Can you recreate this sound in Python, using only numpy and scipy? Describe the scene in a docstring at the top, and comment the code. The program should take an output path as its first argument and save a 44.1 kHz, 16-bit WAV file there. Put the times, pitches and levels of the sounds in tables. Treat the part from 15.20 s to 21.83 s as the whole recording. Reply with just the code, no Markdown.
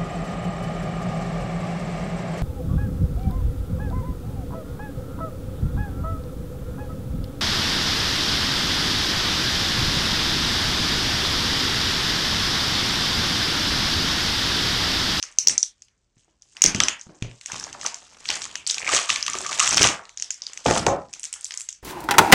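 """Stiff film of a plastic blister pack buckles in sharp snaps, close to a small microphone in a small room.
Each snap is a few short noise bursts: film ring, broad crack, moulded cup and settling ticks.
Hands bend and tear the pack on its card: clumped noise grains crinkle, rip and rattle over finger rumble.
The card creaks and slips in narrow bursts; low table thuds and higher pack flexes add a burst and ringing modes.
A faint hiss lies under it all; treble peak, gain control and clipping shape the sound."""
import sys
import numpy as np
from scipy import signal
from scipy.fft import rfft, irfft, next_fast_len
from scipy.io import wavfile
from scipy.ndimage import uniform_filter1d

SR = 44100
rng = np.random.default_rng(int(sys.argv[2]) if len(sys.argv) > 2 else 0)


def generate_wav(signal):
    """Clip the signal to [-1, 1] and save it as 16-bit WAV at the path in sys.argv[1]."""
    frames = np.transpose(np.atleast_2d(signal))
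    scaled = np.clip(frames, -1, 1) * 32767
    pcm = np.round(scaled).astype(np.int16)
    wavfile.write(sys.argv[1], SR, pcm)


def undo_db(level):
    """Turn decibels back into plain size, where 20 dB means ten times bigger."""
    steps = np.asarray(level, float) / 20
    return 10 ** steps


N = 292290


def unit(x):
    """Scaled to rms 1."""
    return x / np.sqrt(np.mean(x ** 2) + 1e-20)


def along(points, hz):
    """Interpolates (Hz, value) points on a log frequency axis."""
    point_hz, value = np.transpose(points)
    return np.interp(np.log(hz + 1), np.log(point_hz + 1), value)


def filtered(x, response):
    """x times a complex response of frequency."""
    size = next_fast_len(N + SR // 2)
    hz = np.fft.rfftfreq(size, 1 / SR)
    return irfft(rfft(x, size) * response(hz), size)[..., :N]


def coloured(x, spectrum):
    """x through a (Hz, dB) spectrum, at rms 1."""
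    return unit(filtered(x, lambda hz: undo_db(along(spectrum, hz))))


def bursts(s, gain, hz, width, ms, size=256):
    """One noise burst a row: a band of relative width round hz, its envelope swelling for ms up to s, then dying."""
    f = np.fft.rfftfreq(size, 1 / SR)
    t = np.arange(size) * 1000 / SR / ms
    band = 1 / (1 + (np.log((f + 1) / hz[:, None]) / width) ** 2)
    noise = irfft(rfft(rng.standard_normal((len(s), size))) * band, size)
    wave = noise * t ** 2 * np.exp(-2 * t)
    wave *= (gain / np.abs(wave).max(1))[:, None]
    onset = np.round(np.maximum(s - ms / 1000, 0) * SR).astype(int)
    place = onset[:, None] + np.arange(size)
    return np.bincount(place.ravel(), wave.ravel(), N + SR)[:N]


def struck(s, gain, hz, width, ms, size=256):
    """A burst as heard close by, and a shorter, broader burst that feeds the echo."""
    echo_db, echo_shorter = 3.5, 3
    near = bursts(s, gain, hz, width, ms, size)
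    far = bursts(s, gain * undo_db(echo_db), hz, width, ms / echo_shorter, size)
    return np.array([near, far])


def crackle(count, hz, scatter, width, ms, spread_db):
    """Random grains of very uneven size and pitch, in clumps of four, at rms 1."""
    clump = np.repeat(rng.random(count // 4), 4) * N / SR
    s = np.clip(clump + rng.exponential(.012, len(clump)), 0, N / SR)
    size = undo_db(np.minimum(spread_db * rng.exponential(1, len(s)), 15))
    grain_hz = hz * np.exp(scatter * rng.standard_normal(len(s)))
    return unit(bursts(s, size, grain_hz, width, ms))


# Spectrum of the room's air. Each row: frequency in Hz, relative density in dB per Hz.
AIR_SPECTRUM = [(18, -46), (30, 17), (223, -1), (608, -9), (1250, -14.5), (2970, -16.5), (7910, -23.5),
                (10300, -37), (15800, -35.5), (17400, -120)]
AIR_RMS_DB = -71


def air():
    """Steady faint air of the room: shaped Gaussian noise."""
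    return undo_db(AIR_RMS_DB) * coloured(rng.standard_normal(N), AIR_SPECTRUM)


# Echo decay of the small room. Each row: frequency in Hz, time to fall 60 dB in s.
ROOM_DECAY = [(100, 0.17), (800, 0.2852), (2000, 0.2352), (6000, 0.12), (12000, 0.15)]


def room(x):
    """Near walls answer after 3 ms; the echo holds, then falls ever faster; a new random pattern every 1/8 s."""
    out, step = np.zeros(N + SR), SR // 8
    for start in range(0, N, step):
        hz, t, z = signal.stft(rng.standard_normal(SR // 2), SR, nperseg=256)
        fall_db = -60 * (t / along(ROOM_DECAY, hz)[:, None]) ** 1.9
        tail = signal.istft(z * undo_db(fall_db), SR, nperseg=256)[1]
        wet = signal.fftconvolve(x[start:start + step], tail / np.linalg.norm(tail))
        out[start + 130:][:len(wet)] += wet
    return out[:N]


# Low thuds on the table and higher hollow flexes of the pack.
# Each row: start in seconds, level in dB, pitch in Hz.
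THUDS_AND_FLEXES = [(0.035, -28.5, 1547), (0.276, -23, 350), (0.966, -49.5, 105), (1.079, -48.5, 316),
                    (1.447, -9.5, 242), (1.548, -15, 237), (1.603, -9, 1480), (1.866, -32.5, 196),
                    (1.892, -32, 350), (2.022, -16.5, 116), (2.045, -26.5, 150), (2.33, -30, 109),
                    (2.298, -24.5, 1270), (2.465, -31, 840), (2.546, -25, 940), (2.647, -19, 1410),
                    (3.096, -20, 736), (3.718, -22.5, 830), (4.15, -25, 413), (4.608, -10, 330),
                    (4.79, -25, 1400), (5.457, -3.5, 730), (5.482, -9.5, 644), (5.508, -5.5, 670),
                    (5.559, -11, 690), (5.665, -0.5, 578), (5.681, -5.5, 890), (6.159, -35, 1470)]
# Modes of table top and pack lying on it. Each row: frequency in Hz, relative level in dB, t60 in s.
TABLE_MODES = [(58, 2, .25), (118, 7, .22), (161, 0, .18), (190, 0, .2), (315, 0, .16), (381, 0, .15),
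               (548, 0, .15), (620, -2, .15), (697, -1, .15), (812, -1, .15), (951, -2, .15),
               (1200, -4, .12)]
RING_DB, RING_WIDTH = -15.5, 0.52  # ring under the burst; relative band of modes excited
BURST_TOP_HZ = 2250  # corner of the two-pole low-pass
BURST_WIDTH_HZ = 300  # higher ones are narrower in relative band
DRIFT_RAD = .025  # phase drift a sample at 300 Hz


def thuds_and_flexes():
    """A dull burst rings the modes near its pitch; the ring is roughened by a random phase drift."""
    s, db, hz = np.transpose(THUDS_AND_FLEXES)
    out, t = np.zeros(N + SR), np.arange(SR // 4) / SR
    mode_hz, mode_db, t60 = np.transpose(TABLE_MODES)[..., None]
    fade = undo_db(mode_db - 60 * t / t60) * (1 - np.exp(-t / 0.0014))
    scatter_db = 3 * rng.standard_normal((len(s), len(TABLE_MODES)))
    nearness = 1 / (1 + (np.log(mode_hz.T / hz[:, None]) / RING_WIDTH) ** 2) ** 2
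    gains = undo_db(db + RING_DB)[:, None] * undo_db(scatter_db) * nearness
    for start, gain in zip(s, gains):
        walk = np.cumsum(rng.standard_normal(fade.shape), axis=1)
        drift = DRIFT_RAD * mode_hz / 300 * walk
        ring = fade * np.sin(2 * np.pi * mode_hz * t + drift)
        out[round(start * SR):][:len(t)] += gain @ ring
    width = np.clip(BURST_WIDTH_HZ / hz, .15, .8)[:, None]
    burst = struck(s + 0.003, undo_db(db), hz, width=width, ms=2.6, size=2048)
    return out[:N] + filtered(burst, lambda f: 1 / (1 + 1j * f / BURST_TOP_HZ) ** 2)


# Ticks of the card slipping. Each row: time in seconds, peak in dB.
CARD_SLIPS = [(3.618, -20.5), (3.629, -18), (3.646, -17.5), (3.667, -16), (3.677, -10.5), (3.735, -9)]
SLIP_HZ = 2150


def slips():
    """Narrow ticks of the card slipping as the rip sets in."""
    s, db = np.transpose(CARD_SLIPS)
    return bursts(s, undo_db(db), SLIP_HZ + 0 * s, width=0.095, ms=0.87)


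# The card flexing. Each row: start in seconds, peak in dB.
CARD_CREAKS = [(3.691, -18.5), (3.7623, -19), (3.7874, -20), (3.8916, -16), (4.0795, -22), (4.1408, -22),
               (4.2575, -22.5), (4.2901, -23.5), (4.395, -16), (4.4092, -13.5), (4.4241, -19.5),
               (4.4384, -24.5), (4.57, -19), (4.6425, -12.5), (4.6845, -27.5)]
CREAK_HZ, CREAK_MS = 1187, 3.38


def creaks():
    """Short hollow creaks of the flexing card, in a narrow band at its own pitch."""
    s, db = np.transpose(CARD_CREAKS)
    return bursts(s + .004, undo_db(db), CREAK_HZ + 0 * s, width=0.048, ms=CREAK_MS, size=1024)


# Hands working the pack. Each row: time in seconds, effort in dB,
# grip in dB (how much of the effort bends the whole pack rather than the film).
HAND_EFFORT = [(0.0, -50, -18), (0.33, -80.5, 14), (0.59, -77, -15.5), (0.94, -87.5, -11),
               (0.981, -67.5, -13), (1.16, -83.5, -0.5), (1.4, -58, -1), (1.6, -51, 8), (1.85, -66, -2.5),
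               (2.199, -61.5, -14), (2.345, -39, -2), (2.58, -59, 2.5), (2.66, -37.5, -3.5),
               (2.72, -52.5, -3.5), (2.85, -59.5, -1), (3.03, -54, -2.5), (3.118, -34, -5),
               (3.45, -61.5, 1.5), (3.48, -30.5, -19), (3.56, -43.5, -4), (3.66, -39.5, -5.5),
               (3.754, -23, -4.5), (3.882, -47, -15), (3.898, -30, -4.5), (4.04, -51, -3), (4.1, -43, -1.5),
               (4.37, -34.5, -5.5), (4.4, -28, -9.5), (4.49, -29.5, -4), (4.656, -24, 1), (4.8, -61.5, 2),
               (4.888, -68.5, -3.5), (5.44, -52, -7.5), (5.47, -36.5, 6.5), (5.581, -29.5, 1),
               (5.65, -58.5, 10.5), (5.68, -59, 13.5), (5.868, -67.5, 5.5), (6.3, -55, -18),
               (6.58, -73, -33)]
# Colour of the film crinkle. Each row: frequency in Hz, relative level in dB.
FILM_SPECTRUM = [(1500, -16), (3000, -3.5), (4500, -9), (6100, -8), (8000, -4), (12000, -24.5)]
# Colour of the finger rumble. 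Each row: frequency in Hz, relative level in dB.
RUMBLE_SPECTRUM = [(20, -23.5), (60, -2), (120, -0.5), (320, -2.5), (500, -11), (1000, -45.5)]
# levels over the crinkle, the hollow and rumble ones at grip 0
POPS_DB, CARD_DB, HOLLOW_DB, RUMBLE_DB = -8, -1.5, 1.5, -4.5
RUMBLE_DB_PER_GRIP_DB = 3
CARD_ON_S, CARD_OFF_S, CARD_FADE_S = 3.61, 4.63, 0.11
CARD_IDLE_DB = -5  # change of card level outside the tear


def handling():
    """Effort drives crinkle and small buckles of film and rip of card; grip adds hollow rattle, finger rumble."""
    s, *cols = np.transpose(HAND_EFFORT)
    t = np.arange(N) / SR
    effort_db, grip_db = (np.interp(t, s, c) for c in cols)
    outside_s = np.maximum(t - CARD_OFF_S, CARD_ON_S + CARD_FADE_S - t)
    card_db = CARD_DB + CARD_IDLE_DB * np.clip(outside_s / CARD_FADE_S, 0, 1)
    grains = crackle(count=3000, hz=5800.0, scatter=0.37, width=0.29, ms=0.54, spread_db=2.5)
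    film = coloured(grains, FILM_SPECTRUM)
    card = crackle(count=1800, hz=2090.0, scatter=0.17, width=0.55, ms=.8, spread_db=0.5)
    hollow = crackle(count=1200, hz=1110.0, scatter=0.36, width=0.56, ms=1.557, spread_db=7.0)
    rumble = coloured(rng.standard_normal(N), RUMBLE_SPECTRUM)
    pops = crackle(count=1400, hz=4800.0, scatter=.35, width=.4, ms=.8, spread_db=4.0)  # small buckles
    rustle = film + undo_db(POPS_DB) * pops + undo_db(card_db) * card + undo_db(HOLLOW_DB + grip_db) * hollow
    rumble_db = effort_db + RUMBLE_DB + RUMBLE_DB_PER_GRIP_DB * grip_db
    return undo_db(effort_db) * rustle, undo_db(rumble_db) * rumble


# Loud buckles of the film. Each row: start in seconds, level in dB, ring in Hz, cup in dB relative to the level.
BUCKLES = [(0.0273, -8.5, 5610, -10), (0.038, -16.5, 5840, -16), (0.1243, -33.5, 6300, -12),
           (0.1866, 5.5, 6370, -27.5), (0.2715, -3.5, 5780, -18), (0.273, 7, 5740, -22),
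           (0.284, 9.5, 6100, -33), (0.2967, -4.5, 6160, -9), (0.3793, 3, 5994, -34),
           (0.4293, -1, 6130, -47.5), (0.621, -26.5, 6230, -17.5), (0.6844, -44.5, 5750, -4),
           (1.2214, -29.5, 6120, -35), (1.3684, -23, 5040, -2.5), (1.42, 9, 6170, -19),
           (1.44, 13, 6490, -17), (1.4536, -8.5, 6130, 0), (1.4617, 7, 5860, -24),
           (1.5477, -8.5, 5300, -1.5), (1.561, -11.5, 6030, -34), (1.603, -5.5, 6300, 4),
           (1.6236, -23, 5860, -20), (1.636, -1.5, 5700, -11), (1.677, -22, 7000, -26),
           (1.6846, -2, 6000, -3.5), (1.7954, -28, 5650, -32.5), (1.8126, -22, 6100, -37),
           (2.0248, -25, 6100, 8), (2.1134, -43, 4000, 8.5), (2.2123, -24.5, 7140, -6.5),
           (2.2602, -12, 6960, -13), (2.3191, -14, 6600, -9.5), (2.333, -23, 6500, -4.5),
           (2.3979, -15, 5580, -48.5), (2.44, -13.5, 6000, -32), (2.529, -18, 6000, -10),
           (2.613, -17.5, 5750, -10), (2.6632, -4.5, 6030, -9.5), (2.744, -13.5, 6050, -18),
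           (3.0038, -34, 7500, -9), (3.0561, -25.5, 4400, 5.5), (3.089, -2, 3880, -13.5),
           (3.1027, -7, 5400, 0), (3.114, -14.5, 4000, -6), (3.219, -18.5, 5460, -2.5),
           (3.2416, -17.5, 6700, -8), (3.3556, -13, 5800, -2), (3.4664, -6.5, 4560, -20.5),
           (3.474, -3, 7630, -30), (3.5, 0.5, 4260, -43), (3.5102, -3.5, 6740, -58),
           (3.5443, -8.5, 5950, -13), (3.5821, -14, 6400, 0), (3.6911, -26, 5750, 15.5),
           (3.7639, -2, 6240, -11), (3.7794, -18, 5670, 8), (3.8939, -11.5, 3980, 0),
           (3.9026, -7, 5060, 4.5), (3.9601, -9, 6050, -1), (3.983, -22, 4750, -31),
           (4.008, -18.5, 4770, -28), (4.0271, -5.5, 4760, -32), (4.065, -11.5, 5960, -4),
           (4.0807, -15, 6260, 2.5), (4.0995, -10.5, 6710, -13.5), (4.1341, -12, 5900, -6.5),
           (4.153, -18, 4500, 1), (4.1867, -9.5, 6650, -30), (4.2153, -13, 7510, -17),
           (4.2646, -11, 6380, -9), (4.329, -10, 6130, -6), (4.396, -3, 6300, -8),
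           (4.4022, -7.5, 6670, 1.5), (4.4376, -19, 6300, -10.5), (4.4764, -2.5, 6300, -4),
           (4.5091, -3, 5900, -20.5), (4.529, -6, 5900, -10), (4.545, -3, 5900, -23.5),
           (4.572, 4, 5470, -10.5), (4.58, -3.5, 5500, 2), (4.594, -11.5, 5500, 4),
           (4.62, -0.5, 6200, -2.5), (4.6227, -1.5, 5900, -31), (4.6295, 6, 5900, -16.5),
           (4.643, -2, 6070, 0), (4.6494, -10.5, 5860, 0), (4.6726, 0, 6040, -7), (4.688, -9.5, 5970, -1.5),
           (4.854, -28.5, 4300, -9.5), (4.8937, -31, 6700, -1.5), (4.974, -14, 6250, -15),
           (4.999, -16.5, 6200, -14.5), (5.0236, -6.5, 6320, -15), (5.1062, -6, 6370, -16),
           (5.22, -11, 4940, -43), (5.267, -10, 4670, -26), (5.3337, -19.5, 6700, -10.5),
           (5.375, -19, 6380, -4.5), (5.463, -11.5, 5800, 3), (5.5105, -10, 6400, -4.5),
           (5.579, -7, 7340, -13), (5.666, -1, 6300, -9), (5.93, -19.5, 6300, -26),
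           (5.937, -15.5, 6300, -11.5), (5.996, -17.5, 7500, -18), (6.0322, -11.5, 6700, -21),
           (6.0402, -14, 7800, -10.5), (6.0477, -13, 7800, -26.5), (6.0534, -13.5, 6160, -20.5),
           (6.1282, -8.5, 8250, -19), (6.139, -12.5, 7900, -13), (6.21, -18.5, 8500, -27),
           (6.2448, -6, 7400, -54), (6.3085, -18, 4840, -4), (6.321, -19.5, 5400, -9.5),
           (6.34, -15.5, 6840, -10), (6.3747, -8.5, 7990, -37.5), (6.3992, -15, 8200, -22),
           (6.4075, -14.5, 8200, -17), (6.4162, -13, 7470, -25), (6.489, -11.5, 6600, -17.5),
           (6.5274, -19, 6020, -20)]
SETTLES, SETTLE_S = 7, .016  # ticks after a buckle, mean delay
SETTLE_DB = -15  # loudest tick, under the buckle level (itself capped at -3 dB)


def snaps():
    """A buckle rings the film near its pitch, cracks broadly and shakes the moulded cup; ticks follow as it settles."""
    s, db, hz, cup_db = np.transpose(BUCKLES)
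    film = struck(s + .0006, undo_db(db - 9.0), hz, width=0.093, ms=.7)
    crack = bursts(s, undo_db(db - 11), hz, width=.3, ms=.3)
    cup = struck(s, undo_db(db + cup_db), 2650 + 0 * s, width=0.37, ms=1.3, size=512)
    luck = rng.random((len(s), SETTLES, 3))
    late_s = -SETTLE_S * np.log(luck[..., 0])
    softness, pitch = luck[..., 1], luck[..., 2]
    tick_s = s[:, None] + late_s
    tick_db = np.minimum(db, -3)[:, None] + SETTLE_DB * (1 + softness) - 260 * late_s
    tick_hz = hz[:, None] * (.5 + .8 * pitch)
    settle = bursts(tick_s.ravel(), undo_db(tick_db).ravel(), tick_hz.ravel(), width=0.25, ms=.7)
    return film + crack + cup + settle


def scene():
    """Pack and table, their room, and the faint air of the room."""
    rustle, rumble = handling()
    # row 0 is heard close by, row 1 feeds the echo
    pack = snaps() + creaks() + slips() + rustle
    table = thuds_and_flexes()
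    far = undo_db(-8) * pack[1] + undo_db(-6) * table[1]
    return (pack[0] + table[0] + room(far) + rumble + air())[None]


def gain_control(x, start_db, share, back_db_per_s, late_ms):
    """Loud peaks pull the gain down a moment too late; it creeps back."""
    level_db = 20 * np.log10(np.abs(x) + 1e-9)
    over_db = np.clip(share, 0, 1) * np.maximum(level_db - start_db, 0)
    ramp_db = back_db_per_s * np.arange(N) / SR
    down_db = np.maximum.accumulate(over_db + ramp_db) - ramp_db
    late = round(late_ms * SR / 1000)
    late_db = np.pad(down_db, (late, 0))[:N]
    return x * undo_db(-uniform_filter1d(late_db, late))


def band_limit(x):
    """A steep low-pass at the top of the band."""
    return signal.sosfilt(signal.butter(12, 16000, fs=SR, output="sos"), x)


# Response of the small capsule. Each row: frequency in Hz, gain in dB.
CAPSULE = [(4000, -1), (6200, 6.5), (8000, 1.5), (10500, -6), (11600, -14), (13000, -18.5), (16000, -28)]


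def record(dry):
    """A small capsule with a treble peak, gain control, and clipping of the loudest peaks."""
    heard = filtered(dry[0], lambda hz: undo_db(along(CAPSULE, hz)))
    held = gain_control(heard, start_db=-4.0, share=0.25, back_db_per_s=124.5, late_ms=3.8)
    clipped = held / (1 + np.abs(held) ** 20) ** (1 / 20)
    return band_limit(clipped[None])


dry = scene()
out = record(dry)
generate_wav(out)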